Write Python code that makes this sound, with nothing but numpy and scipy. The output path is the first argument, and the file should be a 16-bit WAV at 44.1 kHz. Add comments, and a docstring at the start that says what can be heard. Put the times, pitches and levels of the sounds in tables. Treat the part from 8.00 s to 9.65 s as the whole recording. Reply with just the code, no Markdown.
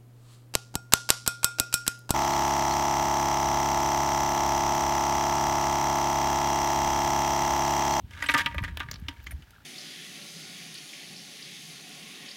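"""Outdoors on dry leaves, one microphone close to a blackened pot of snail shells being turned over.
Handling thuds softly and the heap starts to slide. Shells tumble out, knocking each other and
ringing the pot, loudest from 0.3 to 0.5 s, while leaves crunch under the rim. From about 0.8 s
leaves and twigs snap; then a few last shells drop among faint clicks, the pot gives one hollow
note and is set down with a dull bump."""
import sys
import numpy as np
from scipy import signal
from scipy.fft import irfft
from scipy.io import wavfile

SR = 44100
rng = np.random.default_rng(int(sys.argv[2]) if len(sys.argv) > 2 else 0)


def wav_out(sig):
    """Save sig, one row per channel (or a flat mono array), as 16-bit PCM at SR to the path in sys.argv[1]."""
    wavfile.write(sys.argv[1], SR, np.round(np.clip(np.atleast_2d(sig).T, -1, 1) * 32767).astype(np.int16))


N = 72765

# spectra of the open air and of the handling rumble: f/Hz, relative level/dB
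AIR_SPECTRUM = [(250, 7), (500, -1), (900, 3.5), (1500, -13.5), (2900, -2), (4500, -9), (7000, -16.5),
                (16000, -12)]
RUMBLE_SPECTRUM = [(15, -72), (35, -7), (65, -1.5), (100, -9), (160, -16.5), (260, -24.5), (450, -37),
                   (1200, -99), (4000, -111)]
# course of the rumble: t/s, level/dB
RUMBLE_LEVELS = [(0, -45.5), (.14, -47), (.27, -47.5), (.46, -42), (.68, -40.5), (.79, -42), (.9, -43.5),
                 (1.05, -44), (1.15, -52), (1.25, -52.5), (1.31, -43.5), (1.4, -44.5), (1.45, -58),
                 (1.65, -58)]
# soft low thuds of handling, and one hollow note from the pot: peak t/s, level/dB, f/Hz, half length/s
THUDS_AND_POT_NOTE = [(.045, -32, 109, 0.0031), (0.153, -40.5, 85.5, 0.03), (.354, -32.5, 137, 0.0088),
                      (.461, -38.5, 143, 0.0067), (.561, -35.5, 160, 0.007), (.574, -27.5, 69.6, 0.016),
                      (0.612, -27, 134, 0.0026), (0.622, -21, 87.5, 0.004), (0.703, -41, 169, 0.02),
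                      (0.723, -33, 72, 0.023), (0.857, -36.5, 109, 0.0057), (0.889, -34, 100, 0.004),
                      (0.944, -31.5, 97, 0.0035), (1.025, -31, 130, 0.0032), (1.052, -34.5, 86, 0.0078),
                      (1.093, -38, 76, 0.017), (1.095, -36.5, 281, 0.0084), (1.191, -36, 75, 0.0086),
                      (1.345, -30, 72.5, 0.017)]
# faint clicks, and one dull bump as the pot is set down: t/s, level/dB, f/Hz
CLICKS_AND_BUMP = [(1.066, -54, 1920), (1.163, -48.5, 2170), (1.194, -51, 2220), (1.215, -46, 2840),
                   (1.322, -47.5, 690), (1.48, -54, 1430), (1.533, -47.5, 1425), (1.561, -47.5, 1600),
                   (1.583, -49, 1380), (1.604, -48, 1476), (1.621, -61, 1420)]
# leaves crushed under the rim: t/s, level/dB, f/Hz, t60/s
LEAF_CRUNCHES = [(0.238, -43, 10600, 0.054), (0.3058, -38, 10100, 0.046), (0.3387, -21.5, 9260, 0.0086),
                 (0.487, -51, 10000, .012), (0.546, -41.5, 13300, 0.013), (0.6216, -47, 11800, 0.016),
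                 (0.912, -28, 15550, 0.0095), (0.999, -47, 11200, 0.0093), (1.137, -57, 12500, 0.015),
                 (1.229, -51, 14000, 0.012), (1.241, -44, 13840, 0.014)]
# leaves and twigs breaking: t/s, body level/dB, f/Hz, t60/s, crack level/dB
TWIG_SNAPS = [(.772, -23.5, 3040, 0.013, -29), (0.796, -34.5, 3040, 0.016, -40),
              (.913, -23.5, 5330, 0.016, -29), (0.932, -36.5, 4270, 0.014, -58),
              (0.94, -34.5, 5040, 0.023, -44), (.958, -35, 4080, 0.02, -65),
              (1.083, -38.5, 5290, 0.049, -66), (1.264, -41, 4510, 0.013, -69),
              (1.5067, -51, 4560, 0.021, -43.5)]
# spectra of a snap's body and of its crack: f/Hz, relative level/dB
SNAP_SPECTRUM = [(200, -8), (600, 0.5), (1100, 2.5), (1800, 4), (3200, 3.5), (5500, -6), (9000, -22),
                 (16000, -33)]
CRACK_SPECTRUM = [(500, -28), (3000, -1), (10000, 4.5), (16000, 4.5)]
# modes of the pot and the air in it: f/Hz, relative level/dB, t60/s
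POT_MODES = [(286.8, -6, 0.1), (572, -7.5, 0.067), (940, -5, 0.22), (1014, -16.5, 0.18),
             (1150, -14.5, 0.27), (1210, 1, 0.075), (1513, -5.5, 0.023), (1577, -4, .08), (1664, -2, 0.075),
             (1753, -2, 0.063), (1948, 1.5, 0.07), (2150, 1, 0.028), (2380, -21, 0.13), (2495, -11.5, 0.11),
             (3200, -16, 0.043)]
# course of the sliding heap: t/s, rattle level/dB, grit level/dB
SLIDE_LEVELS = [(0, -80.5, -92), (.09, -66, -75), (.125, -52, -64.5), (.2, -47.5, -66.5), (.24, -43.5, -55),
                (.28, -44, -63), (.313, -34, -41.5), (.333, -37, -55.5), (.36, -38.5, -64),
                (.381, -28.5, -34.5), (.408, -27, -50), (.43, -47, -63.5), (.5, -52.5, -73),
                (.61, -61, -66.5), (.67, -48, -72.5), (.74, -62.5, -89), (.83, -52, -102),
                (.99, -63.5, -68), (1.06, -64, -80), (1.11, -60, -74), (1.24, -62, -68), (1.39, -64, -70.5),
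                (1.65, -66.5, -73)]
# spectra of the heap's rattle, a contact tick and one shell's clack: f/Hz, relative level/dB
HEAP_SPECTRUM = [(200, -22), (300, -26), (440, -29), (570, -19), (750, -41), (1050, -17.5), (1600, 7),
                 (2200, -4), (3300, -4.5), (5000, -17.5), (9000, -23), (16000, -36)]
TICK_SPECTRUM = [(300, -54), (1500, -21), (5000, 7.5), (9000, -2.5), (13000, -5.5), (16000, -17)]
SHELL_SPECTRUM = [(150, -23), (300, 12), (440, -18), (570, -8.5), (750, -2.5), (1050, -8), (1600, 6),
                  (2400, 2), (3400, 0.5), (5000, -12.5), (8000, -34), (16000, -16.5)]
# thin chips of shell ringing: t/s, level/dB, f/Hz, t60/s
SHELL_CHIPS = [(.264, -36.5, 8100, 0.049), (0.2888, -40, 6070, 0.088), (0.914, -32.5, 6970, 0.026),
               (1.27, -40, 6700, 0.025), (1.308, -40.5, 9600, 0.054), (1.309, -43, 13800, .05)]
# knocks: t/s, clack level/dB, shell f/Hz, t60/s, tick level/dB, pot level/dB, struck spot's f/Hz
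SHELL_KNOCKS = [(0.108, -44.5, 3160, 0.035, -53.5, -59, 1660), (.133, -38, 2135, 0.034, -58, -65, 1660),
                (0.191, -33.5, 2200, 0.016, -51.5, -51.5, 1748), (0.207, -32, 1770, 0.013, -52, -50, 1660),
                (0.2234, -25.5, 1907, 0.072, -34.5, -34.5, 1935), (0.24, -24, 1870, 0.029, -57, -40, 1555),
                (0.2611, -26.5, 2960, 0.033, -43, -45, 1935), (.2868, -19.5, 3716, 0.034, -35.5, -39, 565),
                (.2885, -15, 2176, 0.027, -45, -29.5, 2180), (0.295, -13.5, 2250, 0.035, -41, -30, 1935),
                (0.316, -25, 2720, .025, -42, -59, 1660), (.34, -15, 1635, 0.016, -31, -24, 1748),
                (0.3448, -13, 1730, 0.029, -29.5, -28, 294), (0.3523, -47, 1200, 0.032, -54, -25.5, 1200),
                (.366, -24, 3160, 0.015, -42, -30.5, 3120), (0.3849, -23, 2030, 0.015, -39, -36, 936),
                (0.3946, -21, 1950, 0.018, -38, -37, 540), (.407, -21, 1895, .028, -41, -39.5, 1660),
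                (.409, -25.5, 3130, 0.021, -46, -69, 3120), (.46, -11.5, 3134, 0.017, -37.5, -39.5, 570),
                (.462, -19.5, 2274, 0.039, -61, -34.5, 1935), (.466, -29, 2980, 0.043, -55, -37, 944),
                (0.51, -35.5, 2750, 0.025, -70, -48.5, 3120), (0.522, -37, 2000, .03, -58, -48.5, 1935),
                (0.5448, -33, 2050, 0.026, -50.5, -37.5, 570),
                (.581, -23.5, 2217, 0.041, -46.5, -34.5, 1001), (0.6285, -31, 1930, 0.013, -73, -47, 1935),
                (.637, -30.5, 2053, 0.067, -41.5, -37, 296.2),
                (.6451, -26.5, 1816, 0.036, -42.5, -43, 2180), (.679, -36, 1905, 0.047, -58, -45, 1660),
                (0.7713, -27.5, 1833, 0.022, -50, -48, 1748), (0.8023, -20.5, 3197, .015, -45, -46, 1660),
                (.803, -25.5, 1447, 0.068, -67, -39, 1177), (.831, -35, 1640, 0.022, -61, -52, 1200),
                (0.886, -32, 1780, 0.021, -63, -50.5, 1660), (1.0838, -18.5, 3190, 0.022, -58, -47, 950),
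                (1.0863, -45, 1600, .018, -42.5, -46, 290), (1.11, -42, 3070, .038, -62, -76, 3120),
                (1.2675, -28, 2110, 0.03, -46.5, -58.5, 2180), (1.308, -38.5, 2023, 0.048, -53, -77, 2180),
                (1.317, -32.5, 2050, 0.015, -54, -61, 1935), (1.422, -45, 3000, 0.037, -58.5, -75, 3120)]


def amp(db):
    return 10 ** (np.asarray(db) / 20)


def unit_rms(x):
    return x / np.sqrt(np.mean(x ** 2) + 1e-20)


def add(mix, start_s, sound):
    part = mix[max(round(start_s * SR), 0):][:len(sound)]
    part += sound[:len(part)]


def gain_curve(rows, column=1):
    """Gain over time along a dB curve."""
    rows = np.array(rows)
    return amp(np.interp(np.arange(N) / SR, rows[:, 0], rows[:, column]))


def noise(spectrum, size=8192):
    """Noise of unit RMS with a given spectrum."""
    hz, db = np.transpose(spectrum)
    f = np.fft.rfftfreq(size, 1 / SR)
    magnitude = amp(np.interp(np.log(f + 1), np.log(hz), db))
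    return unit_rms(irfft(magnitude * np.exp(2j * np.pi * rng.random(len(f))), size))


def cluster(hz, spread_hz, count=6, size=8192):
    """Modes on either side of one pitch, the middle ones strongest."""
    t = np.arange(size) / SR
    offsets = 2 * (np.arange(count) + rng.random(count)) / count - 1
    return unit_rms(sum(np.exp(-2 * d ** 2) * np.sin(2 * np.pi * ((hz + d * spread_hz) * t + rng.random()))
                        for d in offsets))


def fade(t60, rise_s, size=8192):
    """Quick rise and exponential fall."""
    t = np.arange(size) / SR
    return (1 - np.exp(-t / rise_s)) * np.exp(-np.log(1000) * t / t60)


def excite(drive, response):
    """Sound a response, scaled to unit energy, with a driving signal."""
    return signal.fftconvolve(drive, response / np.linalg.norm(response))[:N]


def contacts(per_s, spread_db):
    """Random small impacts, a few of them strong."""
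    hits = rng.random(N) < per_s / SR
    strength = amp(spread_db * np.minimum(rng.exponential(1, N), 4))
    return unit_rms(hits * strength * rng.choice([-1, 1], N))


def open_air(db=-63.5):
    """The faint, steady hiss of the place."""
    return amp(db) * noise(AIR_SPECTRUM, size=N)


def ground_scatter(sound, db=-16.5):
    """Ground and plants return a faint, short echo to the microphone."""
    tail = rng.standard_normal(8192) * fade(t60=0.1, rise_s=0.004)
    return amp(db) * excite(sound, tail)


def handling():
    """A low rumble and soft thuds of handling, and one hollow note from the pot."""
    t = np.arange(N) / SR
    out = noise(RUMBLE_SPECTRUM, size=N) * gain_curve(RUMBLE_LEVELS)
    for s, db, hz, half_s in THUDS_AND_POT_NOTE:
        out += amp(db) * np.exp(-((t - s) / half_s) ** 2) * np.cos(2 * np.pi * hz * (t - s))
    return out


def clicks_and_bump():
    """Faint clicks, and one dull bump as the pot is set down."""
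    out = np.zeros(N)
    for s, db, hz in CLICKS_AND_BUMP:
        add(out, s, amp(db) * cluster(hz, spread_hz=140, count=3) * fade(t60=0.024, rise_s=0.00085))
    return out


def leaves_and_twigs(mode_share=0.52):
    """Dry leaves and twigs break with a bright crack and almost no ring; the rim crushes leaves."""
    out = np.zeros(N)
    for s, db, hz, t60, crack_db in TWIG_SNAPS:
        modes = np.sqrt(mode_share) * cluster(hz, spread_hz=1700, count=9)
        body = modes + np.sqrt(1 - mode_share) * noise(SNAP_SPECTRUM)
        add(out, s, amp(db) * body * fade(t60, rise_s=0.00063))
        add(out, s, amp(crack_db) * noise(CRACK_SPECTRUM) * fade(t60=0.01, rise_s=0.0006))
    for s, db, hz, t60 in LEAF_CRUNCHES:
        add(out, s, amp(db) * cluster(hz, spread_hz=3500, count=40) * fade(t60, rise_s=0.00085))
    return out


def pot_ring(spot_hz, boost_db=10, width_octaves=0.041, size=22050):
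    """The pot struck once: its modes start together, and the spot brings out those near one pitch."""
    t, phase = np.arange(size) / SR, rng.random()
    out = np.zeros(size)
    for hz, db, t60 in POT_MODES:
        spot_db = boost_db * np.exp(-(np.log2(hz / spot_hz) / width_octaves) ** 2)
        envelope = amp(db + spot_db) * fade(t60, rise_s=0.00061, size=size)
        out += envelope * np.sin(2 * np.pi * (hz * t + phase))
    return out


def sliding_heap(rattles_per_s=1300, grits_per_s=2200, pot_db=-6, groups=12):
    """The heap shifts: many small shells rattle against each other and the pot, and grit scrapes."""
    out = np.zeros(N)
    for _ in range(groups):
        hits = contacts(rattles_per_s / groups, spread_db=5) * gain_curve(SLIDE_LEVELS)
        scrapes = contacts(grits_per_s / groups, spread_db=3.5) * gain_curve(SLIDE_LEVELS, column=2)
        clack = noise(HEAP_SPECTRUM) * fade(t60=0.029, rise_s=0.00022)
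        ring = pot_ring(spot_hz=rng.uniform(960, 3050))
        tick = noise(TICK_SPECTRUM) * fade(t60=0.0022, rise_s=0.0001)
        out += excite(hits, clack) + amp(pot_db) * excite(hits, ring) + excite(scrapes, tick)
    return out / np.sqrt(groups)


def tumbling_shells(mode_share=0.51, falloff_db_per_octave=4):
    """Each knock is a shell's short clack, a contact tick and the pot's ring; thin chips chink."""
    out = np.zeros(N)
    for s, db, hz, t60, tick_db, pot_db, spot_hz in SHELL_KNOCKS:
        rise_s = 0.00068 * amp(-0.25 * (db + 9))  # weak knocks glance off and rise more slowly
        spectrum = [(f, f_db - falloff_db_per_octave * abs(np.log2(f / hz)))
                    for f, f_db in SHELL_SPECTRUM]
        modes = np.sqrt(mode_share) * cluster(hz, spread_hz=582)
        clack = modes + np.sqrt(1 - mode_share) * noise(spectrum)
        add(out, s, amp(db) * clack * fade(t60, rise_s))
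        add(out, s, amp(tick_db) * noise(TICK_SPECTRUM) * fade(t60=0.035, rise_s=0.00011))
        add(out, s, amp(pot_db) * pot_ring(spot_hz))
    for s, db, hz, t60 in SHELL_CHIPS:
        add(out, s, amp(db) * cluster(hz, spread_hz=0.11 * hz, count=12) * fade(t60, rise_s=0.0028))
    return out


def scene():
    """Shells, pot and leaves close by, over their scatter, the handling and the air, in mono."""
    near = tumbling_shells() + leaves_and_twigs() + sliding_heap() + clicks_and_bump()
    return (near + ground_scatter(near) + handling() + open_air())[None]


def record(dry):
    """The microphone's low cut and the recorder's band limit."""
    low_cut_hz, band_edge_hz = 42.4, 16400
    low_cut = signal.butter(4, low_cut_hz, "highpass", fs=SR, output="sos")
    band_limit = signal.firwin(401, band_edge_hz, window=("kaiser", 9), fs=SR)
    return signal.oaconvolve(signal.sosfilt(low_cut, dry), band_limit[None], "same")


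dry = scene()
out = record(dry)
wav_out(out)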